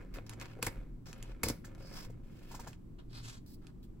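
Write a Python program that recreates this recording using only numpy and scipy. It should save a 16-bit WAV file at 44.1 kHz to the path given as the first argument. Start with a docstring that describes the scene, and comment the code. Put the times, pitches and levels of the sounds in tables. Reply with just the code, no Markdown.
"""Planner pages snap onto their binding discs: twice, tabs rip over a rim and the book knocks on the desk.
Under the pressing fingers the paper stack creaks and small creases tick. The hand slides off with a rub,
four fingertips pat the page, and the palm brushes it flat in swells of hiss.
Paper sounds are streams of tiny fibre slips; knocks are dying modes. All is close, over a low room hum."""
import sys
import numpy as np
from scipy import signal
from scipy.fft import rfft, irfft
from scipy.io import wavfile
from scipy.ndimage import uniform_filter1d

SR = 44100
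rng = np.random.default_rng(int(sys.argv[2]) if len(sys.argv) > 2 else 0)


def wav_out(sig):
    """Save sig, one row per channel (or a flat mono array), as 16-bit PCM at SR to the path in sys.argv[1]."""
    wavfile.write(sys.argv[1], SR, np.round(np.clip(np.atleast_2d(sig).T, -1, 1) * 32767).astype(np.int16))


N = 176400
HISS_PEAK_DB = 6.5  # the broad bump that gives each rub its pitch


def amp(db):
    """Decibels to gain."""
    return 10 ** (np.asarray(db) / 20)


def unit(x):
    """Scales to rms 1."""
    return x / np.sqrt(np.mean(x ** 2) + 1e-20)


def curve_at(points, hz):
    """Reads a table on a log-frequency axis."""
    freqs, values = np.transpose(points)
    return np.interp(np.log(hz + 1), np.log(freqs), values)


def add(mix, start_s, sound):
    """Mixes a sound in at start_s."""
    part = mix[:, max(round(start_s * SR), 0):][:, :sound.shape[-1]]
    part += sound[..., :part.shape[1]]


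def colour(x, eq, tilt=0, peak_hz=None, peak_db=0, peak_octaves=.32, size=4096):
    """Unit-power filter: an EQ curve, a tilt in dB per octave above 800 Hz and an optional broad peak."""
    hz = abs(np.fft.fftfreq(size, 1 / SR)) + 1
    db = curve_at(eq, hz) + tilt * np.log2(np.maximum(hz, 800))
    if peak_hz:
        db = db + peak_db * np.exp(-(np.log2(hz / peak_hz) / peak_octaves) ** 2)
    minimum_phase = np.exp(np.conj(signal.hilbert(np.log(amp(db)))))
    taps = np.fft.ifft(minimum_phase).real[:size // 2]
    return signal.fftconvolve(x, taps[None] / np.linalg.norm(taps), axes=1)


def resonate(x, hz, width_hz):
    """A resonance of gain 1 that follows the curve hz."""
    carrier = np.exp(2j * np.pi * np.cumsum(hz) / SR)
    pole = np.exp(-np.pi * width_hz / SR)
    return 2 * (carrier * signal.lfilter([1 - pole], [1, -pole], x / carrier)).real


def fibre_slips(n, grain_db, correlation, lag_ms=0, grain_samples=24):
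    """Stereo stream of tiny paper-fibre slips; grain_db sets how uneven their sizes are."""
    left, other, roughness = rng.standard_normal((3, n))
    sizes = amp(grain_db * np.clip(unit(uniform_filter1d(roughness, grain_samples)), -3, 3))
    right = correlation * left + np.sqrt(1 - correlation ** 2) * other
    return unit(np.array([sizes * left, np.roll(sizes * right, round(lag_ms * SR / 1000))]))


def burst(hold_s, fall_s, grain_db, correlation, rise_s=0):
    """A cluster of slips that builds for four rise times, holds briefly and dies."""
    t = np.arange(-4 * rise_s, hold_s + 7 * fall_s, 1 / SR)
    envelope = np.exp(np.minimum(t, 0) / max(rise_s, 1 / SR) - np.maximum(t - hold_s, 0) / fall_s)
    slips = fibre_slips(len(t), grain_db, correlation) * envelope
    return unit(slips) * np.sqrt(np.mean(envelope ** 2))


def ring(modes, tilt=0, detune=0.017):
    """Dying modes, tilted by the hardness of the blow and slightly detuned by where it lands."""
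    t = np.arange(SR // 4) / SR
    out = np.zeros(len(t))
    for hz, db, t60 in modes:
        envelope = amp(db + tilt * np.log2(hz / 500) - 60 * t / t60)
        polarity = rng.choice([-1, 1])
        pitch_hz = hz * (1 + detune * rng.uniform(-2.1, 1))
        out += polarity * envelope * np.sin(2 * np.pi * pitch_hz * t)
    return out


def skin_drag(n, depth_db=2.5, cutoff_hz=69):
    """Uneven grip of sliding skin: a quick flutter of level."""
    lowpass = signal.butter(2, cutoff_hz, fs=SR, output="sos")
    flutter = unit(signal.sosfilt(lowpass, rng.standard_normal(n + SR)))
    return amp(depth_db * flutter[-n:])


# Room tone, heavy in the lows: freq_hz, gain_db
AIR_EQ = [(10, -2), (27, 8), (45, -1), (72, -6.5), (150, -4), (260, -8), (360, -12), (480, -25),
          (750, -33.5), (1050, -34), (1700, -43.5), (4000, -50.5), (16000, -55)]
def room_air(level_db=-49.5):
    """The air of the room: a centred rumble under a faint, wide hiss."""
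    hz = np.fft.rfftfreq(N, 1 / SR)
    left, other = rfft(rng.standard_normal((2, N))) * amp(curve_at(AIR_EQ, hz))
    correlation = 0.99 * curve_at([(40, 0.94), (150, 0.96), (400, 0.17), (2000, 0.11)], hz)
    right = correlation * left + np.sqrt(1 - correlation ** 2) * other
    return amp(level_db) * unit(irfft(np.array([left, right]), N))


def ventilation_hum(pitch_hz=115.5, level_db=-57, wander_hz=3.97, swell_db=5.5):
    """Ventilation holds one low tone that wavers in pitch and level."""
    slow = np.exp(-(np.fft.rfftfreq(N, 1 / SR) / 5.3) ** 2)
    drift, swell = [unit(irfft(rfft(noise) * slow, N)) for noise in rng.standard_normal((2, N))]
    tone = np.sin(2 * np.pi * np.cumsum(pitch_hz + wander_hz * drift) / SR)
    return amp(level_db) * unit(amp(swell_db * swell) * tone)


# Decay of the room's tail: freq_hz, t60_s
ROOM_DECAY = [(150, 0.27), (700, 0.33), (2500, 0.39), (7000, 0.24), (15000, 0.35)]
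def reflections(x, tail_db=-16, desk_db=-6, desk_fall_s=.01, desk_highpass_hz=1040, mono_below_hz=450):
    """Adds quick bright reflections off the desk and a short soft tail; the bass stays central."""
    t = np.arange(SR // 2) / SR
    hz, frame_s, bands = signal.stft(rng.standard_normal((2, len(t))), SR, nperseg=256)
    decay = amp(-60 * frame_s / curve_at(ROOM_DECAY, hz)[:, None])
    tail = signal.istft(bands * decay, SR, nperseg=256)[1][:, :len(t)] * (t > .006)
    desk = rng.standard_normal((2, len(t))) * np.exp(-t / desk_fall_s) * (t > .001)
    desk = signal.sosfilt(signal.butter(2, desk_highpass_hz, "high", fs=SR, output="sos"), desk)
    echo = (amp(tail_db) * unit(tail) + amp(desk_db) * unit(desk)) / np.sqrt(len(t))
    echo[1] += signal.sosfilt(signal.butter(1, mono_below_hz, fs=SR, output="sos"), echo[0] - echo[1])
    return x + signal.fftconvolve(x, echo, axes=1)[:, :N]


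# Passes of the flat hand: peak_s, rise_s, fall_s, level_db, tilt_db_per_octave, hiss_hz
SWEEPS = [(2.988, .005, .035, -63.5, -5, 3270), (3.163, .048, .055, -54.5, -0.5, 4700),
          (3.27, .045, .08, -53.5, 1, 6200), (3.352, 0.036, 0.037, -62, -0.5, 7040)]
# Soft brush of palm on paper: freq_hz, gain_db
SWEEP_EQ = [(150, -9), (600, -1.5), (1300, 4), (2000, -1.5), (4200, 1.5), (6500, -7), (9800, -8.5),
            (16000, -25)]
def palm_sweeps(edge_db=-11.5):
    """The flat hand smooths the page in soft swells of friction hiss."""
    out = np.zeros((2, N))
    for peak_s, rise_s, fall_s, db, tilt, hiss_hz in SWEEPS:
        t = np.arange(-2 * rise_s, 2 * fall_s, 1 / SR)
        swell = amp(db + edge_db * np.where(t < 0, t / rise_s, t / fall_s) ** 2)
        rub = skin_drag(len(t)) * fibre_slips(len(t), grain_db=1, correlation=0.57, lag_ms=-.3)
        add(out, peak_s - 2 * rise_s, colour(swell * rub, SWEEP_EQ, tilt, hiss_hz, HISS_PEAK_DB))
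    return out


# Short rubs: start_s, length_s, first_db, last_db, tilt_db_per_octave, hiss_hz
STROKES = [(0.139, 0.032, -52, -57, -1.5, 2200), (0.264, 0.008, -56, -62, -2, 5700),
           (0.291, 0.051, -59, -61.5, -5.5, 6100), (0.4, 0.027, -54, -53.5, -4, 2400),
           (0.441, 0.092, -65, -65.5, -5, 2710), (0.611, 0.015, -76, -45, -6, 4970),
           (0.643, 0.024, -47.5, -47.5, -1.5, 8500), (0.666, 0.014, -35.5, -47.5, -4.5, 2070),
           (1.057, 0.057, -55.5, -64, -3, 6150), (1.132, 0.19, -69.5, -66.5, -5, 2830),
           (1.441, 0.028, -43.5, -46.5, 0, 4850), (1.476, 0.029, -46.5, -42.5, -0.3, 5540),
           (2.232, 0.3, -79.5, -64, -1.3, 2750), (2.51, 0.24, -63, -68.5, -4.5, 6820),
           (3.461, 0.086, -68, -65, 5, 4330), (3.617, .085, -73, -71.5, -4.5, 1300),
           (3.828, 0.023, -66, -71.5, 2, 3420)]
# Dry paper rub, also the tone of the slide and the scuffs: freq_hz, gain_db
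RUB_EQ = [(150, -12.5), (500, -7), (1200, 2), (2500, -1.5), (4500, 1), (7500, -3.5), (16000, -5)]
def finger_strokes(rise_s=0.0013, fall_s=.007):
    """Fingers and paper edges slide: fine friction grains that swell or fade along each stroke."""
    out = np.zeros((2, N))
    for start_s, length_s, first_db, last_db, tilt, hiss_hz in STROKES:
        t = np.arange(0, length_s + 6 * fall_s, 1 / SR)
        level = amp(np.interp(t, [0, length_s], [first_db, last_db]))
        fades = np.minimum(t / rise_s, 1) * np.exp(-np.maximum(t - length_s, 0) / fall_s)
        rub = skin_drag(len(t)) * fibre_slips(len(t), grain_db=1.8, correlation=0.43, lag_ms=.1)
        add(out, start_s, colour(level * fades * rub, RUB_EQ, tilt, hiss_hz, HISS_PEAK_DB))
    return out


# Swell of the hand leaving the page: time_s, level_db
SLIDE_SWELL = [(1.78, -73), (1.91, -64), (1.97, -52.5), (2.055, -62), (2.075, -78)]
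def hand_slide(rasp_hz=4700, climb_hz_per_s=1700, width_hz=1400, rasp_db=-9):
    """The hand slides off: a swelling rub, and a narrow rasp that climbs and swells by half as many dB."""
    times, levels = np.transpose(SLIDE_SWELL)
    t = np.arange(times[0], times[-1], 1 / SR)
    db = np.interp(t, times, levels)
    rub = skin_drag(len(t)) * fibre_slips(len(t), grain_db=1, correlation=0.43, lag_ms=.1)
    hz = rasp_hz + climb_hz_per_s * (t - t[0])
    rasp = unit(resonate(resonate(rub, hz, width_hz), hz, width_hz))
    rasp_swell = amp(rasp_db + (db + levels.max()) / 2) * signal.windows.tukey(len(t), .5)
    out = np.zeros((2, N))
    add(out, t[0], colour(amp(db) * rub, RUB_EQ, tilt=-2.1))
    add(out, t[0], rasp_swell * rasp)
    return out


# Fingertips landing on the page: time_s, pat_db, scuff_db, pitch_hz
PATS = [(.183, -48, -91, 506), (.566, -56, -94, 448), (.589, -49, -95, 520), (1.643, -56.5, -56.5, 1710),
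        (2.096, -54, -70.5, 485), (2.511, -53.5, -56, 910), (2.543, -51, -53, 940),
        (2.593, -52.5, -54, 970), (2.669, -48.5, -53.5, 1000)]
# Hollow body of a pat: pitch_ratio, gain_db
PAT_EQ = [(.1, -1.5), (.55, 2), (1, 9), (1.6, -4.5), (2.3, -14), (8, -37)]
def fingertip_pats(rise_s=.001, hold_s=.006):
    """Each fingertip gives a soft hollow pat, pitched by where it lands, then a scuff as it settles."""
    out = np.zeros((2, N))
    for time_s, pat_db, scuff_db, pitch_hz in PATS:
        pat = burst(hold_s, fall_s=.005, grain_db=-1, correlation=0.9, rise_s=rise_s)
        scuff = burst(hold_s, fall_s=.014, grain_db=-2.5, correlation=0.13, rise_s=rise_s)
        body_eq = [(ratio * pitch_hz, db) for ratio, db in PAT_EQ]
        add(out, time_s - 4 * rise_s, amp(pat_db) * colour(pat, body_eq))
        add(out, time_s, amp(scuff_db) * colour(scuff, RUB_EQ, peak_hz=7000, peak_db=HISS_PEAK_DB))
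    return out


# Resonances of the loose page: pitch_hz, gain_db
PAGE_MODES = [(970, -4.5), (1680, -8.5), (2650, -13.5), (5150, -4.5)]
def loose_page(x, q=10):
    """The loose page adds its hollow resonances to whatever touches it."""
    return x + sum(amp(db) * resonate(x, np.full(N, hz), hz / q) for hz, db in PAGE_MODES)


# The hand's weight bearing on the book: start_s, level_db
SHOVES = [(0.093, -44), (0.747, -40), (0.871, -42.5), (1.279, -41)]
def book_rocking(pitch_hz=36.8, length_s=0.093):
    """Each shove rocks the book in one short pulse of sub-bass."""
    t = np.arange(0, length_s, 1 / SR)
    pulse = np.sin(np.pi * t / length_s) * np.sin(2 * np.pi * pitch_hz * t)
    out = np.zeros((2, N))
    for start_s, db in SHOVES:
        add(out, start_s, amp(db) * pulse)
    return out


# Creak level, riding the finger pressure: time_s, level_db
PRESSURE = [(0, -50.5), (.1, -69), (0.179, -50), (.25, -66.5), (.37, -61.5), (.44, -53), (.55, -62.5),
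            (.69, -56.5), (.85, -63.5), (.91, -74), (1.04, -90), (1.07, -61.5), (1.31, -61), (1.4, -65),
            (1.497, -42.5), (1.61, -75.5), (1.67, -59.5), (1.96, -57.5), (2.171, -71.5), (2.451, -64.5),
            (2.7, -61), (2.82, -95)]
# Dull voice of the paper stack: freq_hz, gain_db
CREAK_EQ = [(100, -2), (300, 13), (500, 8), (750, 1), (1500, -1), (2400, -10), (4000, -18.5),
            (16000, -31.5)]
# Body of the book, rung by creaks and knocks alike: pitch_hz, level_db, t60_s
BOOK_MODES = [(229.5, -6.5, 0.079), (323, -6, 0.046), (463.7, -2.5, 0.044), (543, -5.5, 0.061),
              (886, -5, 0.028), (1150, -7, 0.021), (2210, -3.5, 0.014)]
def stack_creak(ring_db=-6.5):
    """The stack creaks in coarse slips under the fingers, and the slips stir the book's modes."""
    effort = amp(np.interp(np.arange(N) / SR, *np.transpose(PRESSURE)))
    slips = effort * fibre_slips(N, grain_db=4.5, correlation=0.66, grain_samples=90)
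    body = ring(BOOK_MODES, detune=0)
    ringing = signal.fftconvolve(slips, body[None] / np.linalg.norm(body), axes=1)
    return colour(slips, CREAK_EQ)[:, :N] + amp(ring_db) * ringing[:, :N]


# Creases popping: start_s, level_db, tilt_db_per_octave
TICKS = [(0.168, -51, -9), (0.1861, -37.5, -10), (0.2952, -37.5, 4.5), (0.3352, -44.5, 2),
         (0.3993, -38, 0.5), (0.4136, -36.5, -1), (0.4568, -39.5, -3.5), (1.13, -40, 0.5), (1.181, -56, 17),
         (1.227, -38.5, 5), (1.75, -53.5, 3.5), (2.7317, -46, -2.5), (3.6693, -47, -0.5)]
# Crisp tone of a crease: freq_hz, gain_db
TICK_EQ = [(200, -26.5), (900, -1), (2500, 6), (4000, 0), (7000, -1.5), (11000, -9.5), (16000, -26.5)]
def crease_ticks(fall_s=0.00082, impulse_db=11):
    """Small creases flip: one sharp impulse, then a brief crackle of fibres."""
    out = np.zeros((2, N))
    for start_s, db, tilt in TICKS:
        flip = burst(fall_s / 2, fall_s, grain_db=-2.5, correlation=0) / 2
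        flip[:, 0] += amp(impulse_db)
        add(out, start_s, amp(db) * colour(flip, TICK_EQ, tilt))
    return out


# Page and discs knocking home: start_s, ring_db, thud_db, tilt_db_per_octave
KNOCKS = [(0.6293, -33, -41.5, 0.5), (0.671, -33, -35.5, 2.5), (1.4332, -35, -36.5, 5),
          (1.4388, -31.5, -32, -1), (1.466, -34, -34, -3), (1.486, -41, -37, -4),
          (1.5003, -32.5, -32.5, -6)]
# Low thud of the book on the desk: pitch_hz, level_db, t60_s
THUD_MODES = [(46, -6.5, .16), (112, 1, .11), (158, -6.5, 0.05)]
def book_knocks():
    """Page and discs knock home: the book rings and thuds on the desk."""
    out = np.zeros((2, N))
    for start_s, ring_db, thud_db, tilt in KNOCKS:
        add(out, start_s, amp(ring_db) * ring(BOOK_MODES, tilt) + amp(thud_db) * ring(THUD_MODES))
    return out


# Tabs snapping over a disc: time_s, hold_s, level_db, tilt_db_per_octave, crack_hz
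SNAPS = [(0.6272, .0018, -28.5, -1.4, 2800), (0.6655, .0038, -34.5, 1.5, 8000),
         (1.4335, 0.001, -28.5, -.5, 2200), (1.4355, .0028, -29, 0.5, 2100),
         (1.4854, 0.0018, -31, 2.5, 5000)]
# Bright bite of a snap: freq_hz, gain_db
SNAP_EQ = [(200, -13.5), (600, -6), (1300, 6.5), (2300, 5), (3400, -0.5), (5500, 3.5), (8300, 5),
           (12000, 3), (16000, -6)]
def tab_snaps(rise_s=.0006):
    """Paper tabs rip past the disc rim, each cracking at its own pitch."""
    out = np.zeros((2, N))
    for time_s, hold_s, db, tilt, crack_hz in SNAPS:
        rip = burst(hold_s, fall_s=.0013, grain_db=-1.5, correlation=0.31, rise_s=rise_s)
        add(out, time_s - 4 * rise_s, amp(db) * colour(rip, SNAP_EQ, tilt, crack_hz, peak_db=5.5))
    return out


def scene():
    """Hand, paper and book with their reflections, over room tone and hum."""
    touches = loose_page(finger_strokes() + hand_slide() + fingertip_pats())
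    hits = tab_snaps() + book_knocks() + crease_ticks()
    handling = palm_sweeps() + stack_creak() + book_rocking()
    return reflections(touches + hits + handling) + room_air() + ventilation_hum()


# Phase lag of the treble on the right: freq_hz, lag_half_turns
TREBLE_PHASE = [(6700, -.5), (7800, 0), (9500, 1), (11200, 2), (11700, 2), (13300, 3), (14800, 4)]
def record(dry, crossover_hz=5980, cutoff_hz=16000):
    """The microphone pair shares the left side's treble, turned in phase on the right; then a low-pass."""
    hz = np.fft.rfftfreq(N, 1 / SR)
    left, right = rfft(dry)
    shared = 1 / (1 + (crossover_hz / (hz + 1)) ** 20)
    turn = np.exp(-1j * np.pi * np.interp(hz, *np.transpose(TREBLE_PHASE)))
    right = np.sqrt(1 - shared) * right + np.sqrt(shared) * left * turn
    lowpass = signal.firwin(301, cutoff_hz, window=("kaiser", 8), fs=SR)
    return signal.oaconvolve(irfft(np.array([left, right]), N), lowpass[None], "same", axes=1)


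dry = scene()
out = record(dry)
wav_out(out)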